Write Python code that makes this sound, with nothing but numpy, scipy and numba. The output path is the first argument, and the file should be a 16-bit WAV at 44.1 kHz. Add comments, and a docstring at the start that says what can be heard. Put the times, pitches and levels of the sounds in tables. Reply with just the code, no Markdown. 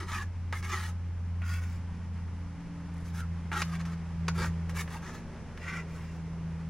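"""A steel trowel spreads sandy plaster on an outdoor board wall and scrapes more off a second tool.
Sand grains catch under its edge and make the blade ring. The blade knocks as it lands, its edge
sings now and then, and the board groans under a hard push.
An engine hums some way off, fading in and out, over a soft outdoor background."""
import sys
import numpy as np
from scipy import signal
from scipy.fft import rfft, irfft
from scipy.io import wavfile
from scipy.ndimage import uniform_filter1d, map_coordinates
from numba import njit

SR = 44100
rng = np.random.default_rng(int(sys.argv[2]) if len(sys.argv) > 2 else 0)


def master(y):
    """Save y as 16-bit WAV."""
    cut = np.clip(np.atleast_2d(y).T, -1, 1)
    pcm = np.round(cut * 32767)  # scale
    wavfile.write(sys.argv[1], SR, pcm.astype(np.int16))


N = 295029
TIME, FREQ = np.arange(N) / SR, np.fft.rfftfreq(N, 1 / SR)


def undb(db):
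    """Turn decibels into a volume factor."""
    return 10 ** (np.asarray(db) / 20)


def curve(points):
    """Fill in a (time, value) table at every sample."""
    return np.interp(TIME, *np.transpose(points))


def across(points):
    """Fill in a (frequency, value) table at every frequency."""
    hz, value = np.transpose(points)
    return np.interp(np.log(FREQ + 1), np.log(hz), value)


def colour(x, points):
    """Shape the tone by a (frequency, level) table."""
    cepstrum = irfft(np.log(undb(across(points))), N)
    fold = np.r_[1, np.full(N // 2, 2), np.zeros(N - N // 2 - 1)]  # no ringing ahead of a sound
    response = irfft(np.exp(rfft(cepstrum * fold)), N)[:SR // 5]
    return irfft(rfft(x, 2 * N) * rfft(response, 2 * N))[..., :N]


def band(x, lo, hi, order=2):
    """Keep what lies between two frequencies."""
    return signal.sosfilt(signal.butter(order, [lo, min(hi, .49 * SR)], "band", fs=SR, output="sos"), x)


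def below(x, hz):
    """Keep what lies under a frequency, without delay."""
    return signal.sosfiltfilt(signal.butter(2, hz, fs=SR, output="sos"), x)


def unit(x, lo, hi):
    """Scale a sound to strength 1 between two frequencies."""
    return x / np.std(band(x, lo, hi, order=4))


def walk(rate):
    """A smooth random wobble, roughly 1 in size, with `rate` steps a second."""
    k = int(SR / rate)
    steps = np.repeat(rng.standard_normal(N // k + 2), k)
    return 0.884 * uniform_filter1d(uniform_filter1d(steps, k), k)[:N]


@njit
def resonance(x, hz, width):
    """A filter that rings at a moving pitch; a narrow width rings longer."""
    out, band_state, low_state = np.empty(len(x)), 0., 0.
    for i in range(len(x)):
        tuning, damping = np.tan(np.pi * hz[i] / SR), width / hz[i]
        swing = (band_state + tuning * (x[i] - low_state)) / (1 + tuning * (tuning + damping))
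        band_state = 2 * swing - band_state
        low_state += 2 * tuning * swing
        out[i] = damping * swing
    return out


def pressure(start, lean_s, ease_s, rise_db=8, fall_db=6.5, lift_s=0.014):
    """One stroke: the edge bites, the hand leans in, eases off and lifts."""
    t = TIME - start
    db = np.interp(t, [0, lean_s, lean_s + ease_s], [-rise_db, 0, -fall_db])
    bite = np.clip(t / (.4 * lean_s), 0, 1)
    lift = np.exp(-np.maximum(t - lean_s - ease_s, 0) / lift_s)
    return undb(db) * bite * lift


def scrape(strokes, modes, tone, grains_per_s, scatter_db, chatter_db, ring_db, drift, rasp_db, hiss_db):
    """Sand grains catch under the edge in uneven bursts and make the blade ring."""
    rasp, hiss, sizzle = np.zeros((3, N))
    for start, lean_s, ease_s, db, fine_db in strokes:
        contact = undb(db) * pressure(start, lean_s, ease_s)
        rasp += contact
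        hiss += contact * undb(fine_db)
        sizzle += contact * undb(2.31 * fine_db + 3)  # light, fast strokes favour the finest grains
    sizes = undb(scatter_db * np.minimum(rng.exponential(size=N), 4)) * rng.choice([-1, 1], N)
    grains = sizes * (rng.random(N) < grains_per_s / SR) * undb(chatter_db * walk(140))
    # the ringing tones wander and trade strength as the contact moves along the blade
    flex, ring = walk(9), np.zeros(N)
    for hz, width, db in modes:
        strength = undb(db + 2 * walk(25))
        ring += strength * resonance(grains, hz * (1 + drift * (flex + walk(16))), float(width))
    sound = colour(0.29 * grains + undb(ring_db) * ring, tone)
    low = below(sound, 2410)
    body = unit(low, 700, 3000)
    # the crowded high tones flare up in changing patches
    treble, patches = rfft(sound - low), np.zeros(N)
    for hz in range(800, 17000, 800):
        window = np.maximum(1 - abs(FREQ - hz) / 800, 0)
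        patches += undb(3 * walk(35)) * irfft(treble * window, N)
    sand = unit(patches, 4000, 12000)
    coarse = below(sand, 8500)
    return undb(rasp_db) * rasp * body + undb(hiss_db) * (hiss * coarse + sizzle * (sand - coarse))


def wall_strokes():
    """The trowel drags sandy plaster over the wall."""
    # hand strokes: start/s, leaning in/s, easing off/s, relative peak/dB, hiss against that peak/dB
    strokes = [ (0.0, 0.0046, 0.035, -38, -11.5), (.05, 0.097, 0.079, -39, -7.5),
               (.526, 0.0053, 0.0094, -35, -12), (.538, 0.03, 0.034, -50.5, -1.5),
               (.628, 0.021, 0.032, -40, -8), (.675, 0.064, 0.051, -36.5, -7.5),
               (.775, .065, 0.056, -43, -5.5), (3.04, 0.027, 0.037, -58.5, -2),
               (3.128, 0.059, 0.026, -50, -2.5), (3.514, 0.015, 0.043, -31, -15),
               (3.55, .07, 0.0045, -37.5, -5.5), (3.64, 0.015, 0.11, -53, -6.5),
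               (3.71, 0.041, 0.0098, -42.5, -10.5), (3.785, 0.025, 0.0056, -43.5, -10),
               (3.853, .008, 0.035, -47.5, -11), (3.89, 0.044, .012, -48.5, -10),
               (4.335, 0.09, 0.047, -37.5, -7), (4.693, 0.0041, 0.0074, -44, -5),
               (4.738, 0.074, 0.0063, -41, -2), (4.87, 0.081, 0.029, -48, -5.5),
               (5.005, 0.078, 0.036, -44, -10), (5.115, 0.037, 0.035, -49, -7.5)]
    # ringing tones of the blade on the wall: f/Hz, width/Hz, level/dB
    modes = [(355, 50, -3), (860, 120, 0), (1170, 140, -3), (1300, 150, 0), (1642, 90, 4), (1850, 70, 1.5),
             (2240, 180, -2), (2800, 200, -5), (3560, 200, -10), (4925, 67, -17), (6300, 200, -14)]
    # tone of the scrape: f/Hz, level/dB
    tone = [(150, -44), (280, -17), (370, 7), (500, -27), (680, -8), (870, 1), (1300, 3.5), (2100, -5),
            (2900, -12), (4200, -13), (6200, -10), (9000, -16.5), (11000, -12), (16000, -21.5)]
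    return scrape(strokes, modes, tone, grains_per_s=7000, scatter_db=3, chatter_db=1.5,
                  ring_db=-1.5, drift=.035, rasp_db=-3.5, hiss_db=0)


def rubbed(start, end, from_hz, to_hz, width, db):
    """Rubbing keeps one rough tone going; it swells and fades."""
    first, size = int(max(start, 0) * SR), max(int((end - start) * SR), SR // 50)
    hz = np.linspace(from_hz, to_hz, size)
    arch = np.sin(np.linspace(0, np.pi, size)).clip(0) ** 0.59
    tone = resonance(rng.standard_normal(size), hz, float(width))
    tone = resonance(tone, hz, float(width)) * arch
    return np.pad(undb(db) * tone / np.std(tone), (first, N))[:N]


def board_groans():
    """The board bends and groans under a hard push."""
    # pushes: start/s, end/s, f/Hz, width/Hz, relative level/dB
    pushes = [(0, 0.08, 355, 70.4, -49.5), (0.61, 0.743, 362, 69.4, -60), (3.513, 3.59, 348, 140, -51),
              (4.35, 4.47, 443, 200, -47.5), (4.36, 4.499, 89.5, 90.5, -38.5)]
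    return undb(-1) * sum(rubbed(start, end, hz, hz, width, db) for start, end, hz, width, db in pushes)


def engine(start_hz=87.8, settled_hz=79.5, sag_s=5.6):
    """An engine slows a little. Only its lowest tones carry this far, fading in and out on the way."""
    # the tone at the firing rate: t/s, level/dB
    fundamental = [(0.0, -39), (0.33, -36), (1.15, -35.5), (1.53, -31), (1.96, -39.5), (2.1, -36),
                   (2.46, -38), (2.55, -43.5), (2.64, -64), (2.74, -47.5), (2.98, -40), (3.28, -36),
                   (3.99, -40.5), (4.45, -33), (4.79, -37.5), (5.22, -53.5), (5.5, -45.5), (6.69, -41)]
    # the tone an octave above: t/s, level/dB
    octave = [(0, -55.5), (1.2, -50), (2.4, -48), (2.65, -42.5), (3.5, -42), (3.75, -33.5), (4.1, -40.5),
              (4.3, -32), (4.9, -42.5), (5.55, -54), (5.78, -39), (6, -43), (6.69, -37)]
    # weaker tones: multiple of the firing rate, level/dB
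    overtones = [(4 / 3, -62.5), (7 / 3, -65)]
    # other tones that swell in the hum: start/s, end/s, f/Hz, level/dB
    swells = [(1.55, 2.594, 200.7, -51.5), (2.162, 3.312, 281.8, -52.5), (4.902, 5.64, 234.4, -51.5),
              (5.8, 6.693, 275, -63)]
    firing_hz = settled_hz + (start_hz - settled_hz) * np.exp(-TIME / sag_s)
    phase = 2 * np.pi * np.cumsum(firing_hz * (1 + 0.0021 * walk(14))) / SR
    hum = undb(curve(fundamental) + walk(25)) * np.sin(phase)
    hum += undb(curve(octave) + walk(25)) * np.sin(2 * phase + rng.uniform(0, 2 * np.pi))
    for multiple, db in overtones:
        hum += undb(db + 3 * walk(1.4)) * np.sin(multiple * phase + 0.52 * walk(4.4))
    for start, end, hz, db in swells:
        swell = np.sin(np.pi * np.clip((TIME - start) / (end - start), 0, 1))
        hum += undb(db) * swell * np.sin(2 * np.pi * hz * TIME + 0.75 * walk(24.19))
    return np.sqrt(2) * hum


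def outdoors(rumble_db=-47, wind_db=-55, wide_hz=5500):
    """Distant work noise and low rumble, with a little wind on each microphone."""
    # loudness of the distant noise: t/s, level/dB
    air_level = [(0, -58), (2, -56), (4.9, -53), (6.69, -55.5)]
    # its tone: f/Hz, level/dB
    air_tone = [(120, -21), (240, -8), (330, -10.5), (500, -9), (680, -13.5), (850, -8), (1300, -12),
                (2100, -15), (3000, -22), (4000, -28), (5600, -27), (8800, -38), (10500, -36), (12500, -55),
                (16000, -64)]
    # tone of the rumble: f/Hz, level/dB
    rumble_tone = [(15, -8), (25, -2), (45, 1), (70, -3), (130, -2), (200, -4), (260, -11), (340, -25),
                   (1000, -70)]
    mid, side = (colour(rng.standard_normal(N) * undb(walk(40)), air_tone) for _ in range(2))
    side = irfft(rfft(side) * np.clip((FREQ / wide_hz) ** 2, 0.15, 1), N)  # highs spread wider
    air = unit(mid + np.array([[1], [-1]]) * side, 300, 3000)
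    # far machinery swells once, peaking at 5.46 s
    machinery_db = -53 - 10 * np.log10(1 + ((TIME - 5.46) / 0.62) ** 2)
    machinery = band(rng.standard_normal(N), 225, 550) * undb(1.5 * walk(17))
    rumble = colour(rng.standard_normal(N), rumble_tone) * undb(2 * walk(3.06))
    wind = band(rng.standard_normal((2, N)), 12, 62)
    lows = undb(machinery_db) * machinery / np.std(machinery) + undb(rumble_db) * rumble / np.std(rumble)
    return air * undb(curve(air_level)) + lows + undb(wind_db) * wind / np.std(wind)


def edge_singing(glide=0.037, width_hz=120):
    """The edge sings for a moment, sinking in pitch as the blade tilts."""
    # notes: start/s, length/s, f/Hz, relative level/dB
    notes = [(.095, 0.15, 1146, -44), (.12, 0.13, 1730, -43), (.129, 0.061, 2460, -45),
             (.54, 0.053, 2130, -45), (0.619, 0.053, 2165, -46), (0.717, 0.044, 2005, -39.5),
             (1.415, 0.066, 1405, -50), (3.169, 0.086, 1374, -47.5), (3.517, 0.041, 1130, -43),
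             (4.28, 0.032, 1495, -42), (4.413, 0.059, 1580, -42), (4.772, 0.053, 2230, -42),
             (4.934, 0.041, 905, -44.5), (5.66, 0.165, 2020, -43.5), (5.696, .095, 1506, -48.5),
             (5.748, 0.091, 2780, -60)]
    return undb(-3) * sum(rubbed(s, s + length, hz * (1 + glide / 2), hz * (1 - glide / 2), width_hz, db)
                          for s, length, hz, db in notes)


def knocks(crunch_s=0.0067, ring_db=-9, gain_db=-14):
    """The blade lands or trips on a big grain: a tick, a crunch of sand and a short ring."""
    # hits: t/s, relative level/dB, treble boost/dB
    hits = [(0.118, -26.5, 0), (0.222, -33, -10), (0.526, -17.5, -10), (0.627, -31.5, 0), (1.419, -30, -21),
            (3.517, -19, -21), (3.619, -17.5, 5), (3.752, -39.5, 9), (3.812, -35, 1), (3.853, -33, 1),
            (4.282, -15, 0.5), (4.286, -22, -19), (4.445, -20, -15), (4.694, -37, 2), (4.877, -27.5, -16),
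            (5.575, -30, -9)]
    # tone of the crunch: f/Hz, level/dB
    tone = [(150, -18), (400, -9), (650, -10), (900, -3), (1400, -1), (2000, 0), (3200, -10), (6000, -12),
            (8500, -24), (11000, -26), (16000, -40)]
    # ringing tones of the free blade: f/Hz, level/dB, time to fade by 60 dB/s
    modes = [(1168, -13, .045), (1464, -7, .09), (1669, -5, .045), (1879, -4, .035), (1997, 0, .03),
             (2498, -1, .022), (2670, -10, .05), (3343, -20, .05), (4199, -22, .05), (6368, -20, .047)]
    out, t = np.zeros(N + SR), TIME[:SR // 5]
    response = colour(1. * (TIME == 0), tone)[:512]
    for start_s, db, treble_db in hits:
        push = rng.standard_normal(len(t)) * np.exp(-t / crunch_s)
        push[0] = 2.5  # the first tick
        crunch = signal.fftconvolve(push, response)[:len(t)]
        hit = crunch / np.std(crunch[:256])
        for hz, mode_db, fade_s in modes:
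            bent_hz = hz * (1 + 0.012 * rng.standard_normal())  # each hit bends the blade its own way
            fade = np.exp(-np.log(1000) * t / fade_s)
            hit += undb(ring_db + mode_db) * np.sin(2 * np.pi * bent_hz * t) * fade
        hit += (undb(treble_db) - 1) * band(hit, 1930, 14500, order=1)
        start = int(start_s * SR)
        out[start:start + len(t)] += undb(db + gain_db) * hit
    return out[:N]


def steel_scoops():
    """Steel scrapes on steel as the trowel gathers plaster from the second tool."""
    # scoops: start/s, leaning in/s, easing off/s, relative peak/dB, hiss against that peak/dB
    scoops = [(1.417, 0.0057, 0.016, -44, -25), (1.43, 0.097, 0.069, -42.5, -7),
              (1.6, 0.034, 0.14, -52.5, -6), (5.575, 0.12, 0.04, -41, -14), (5.66, 0.04, 0.019, -45.5, -27),
              (5.715, 0.057, 0.031, -38.5, -13), (5.86, 0.095, 0.21, -52.5, -9)]
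    # ringing tones of the blade on the tool: f/Hz, width/Hz, level/dB
    modes = [(1130, 28, 3), (1347, 26, 4), (1512, 54, 0.5), (1935, 70, -4), (2350, 31, 1), (2730, 53, 0),
             (3540, 220, -0.5), (5000, 520, -9.5)]
    # tone of the scrape: f/Hz, level/dB
    tone = [(500, -36), (900, -19), (1400, -9), (2100, -5), (2800, -8), (3500, -15.5), (5200, -7.5),
            (7000, -5), (9000, -11), (11000, -7.5), (16000, -9)]
    return scrape(scoops, modes, tone, grains_per_s=9000, scatter_db=3.5, chatter_db=1.7,
                  ring_db=-4.5, drift=.022, rasp_db=-3, hiss_db=-1.5)


def skimming(ticks_per_s=90, scatter_db=2):
    """Loose grains flick against the barely touching blade."""
    # light touches: start/s, end/s, level/dB
    skims = [(2.936, 3.06, -73)]
    out = np.zeros(N)
    for start, end, db in skims:
        inside = (TIME > start) & (TIME < end)
        ticks = inside * (rng.random(N) < ticks_per_s / SR) * undb(scatter_db * rng.standard_normal(N))
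        ticks = band(ticks, 6000, 11500)
        out += undb(db) * ticks / (np.std(ticks[inside]) + 1e-9)
    return out


def moving_echoes(x, echo_db=-10, travel=0.312, gap_s=.000025):
    """Echoes off the wall and the worker shift as the hand moves, sweeping the tone of the scrape."""
    out, samples = np.array([x, x]), np.arange(N)
    for delay_s in (.0011, .0024, .0043):
        lag = delay_s * np.exp(travel * walk(2.5))
        gap = gap_s * walk(6)  # one side hears the echo sooner
        echo = [map_coordinates(x, [samples - SR * (lag + side * gap)], order=3) for side in (-1, 1)]
        out += undb(echo_db) * np.array(echo)
    return out / np.sqrt(1 + 3 * undb(2 * echo_db))


def place(x, echo_db=-15, echo_s=0.021, wide_hz=4200):
    """Sound reaches two microphones directly and scattered off wall and ground; the highs spread out."""
    # how far the left side leads: f/Hz, phase/rad
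    lead = [(100, 0), (3000, .05), (5500, .55), (8000, 1.05), (10500, 1.05), (12500, .2), (16000, .5)]
    # how much louder the left side is: f/Hz, level/dB
    balance = [(100, 0), (2800, 0), (4500, 1.2), (6600, -1), (9000, 2.5), (11200, 5.5), (12500, 0),
               (16000, 1)]
    t = TIME[:SR // 5]
    tails = rng.standard_normal((2, len(t))) * np.exp(-t / echo_s) * (t > .003)
    mid, side = rfft(tails / np.linalg.norm(tails, axis=1, keepdims=True), N)
    sign = np.array([[1], [-1]])
    direct = undb(sign * across(balance) / 2) * np.exp(.5j * sign * across(lead))
    scatter = undb(echo_db) * (mid + sign * side * np.minimum((FREQ / wide_hz) ** 2.5 * 2, 2.4))
    return irfft(rfft(x) * (direct + scatter), N)


def scene():
    """Trowel work close by, engine and background further off."""
    scrapes = moving_echoes(wall_strokes() + steel_scoops())
    trowel = scrapes + knocks() + edge_singing() + board_groans() + skimming()
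    return place(trowel) + engine() + outdoors()


def record(dry, top_hz=15800):
    """The microphone openings weaken a strip of high treble; the very top is cut off."""
    # the dip in the treble: f/Hz, level/dB
    notch = [(9000, 0), (10500, 1), (11500, 0), (12000, -4), (12800, -12), (14000, -5), (15200, 1)]
    return signal.sosfilt(signal.ellip(10, .1, 80, top_hz, fs=SR, output="sos"), colour(dry, notch))


dry = scene()
out = record(dry)
master(out)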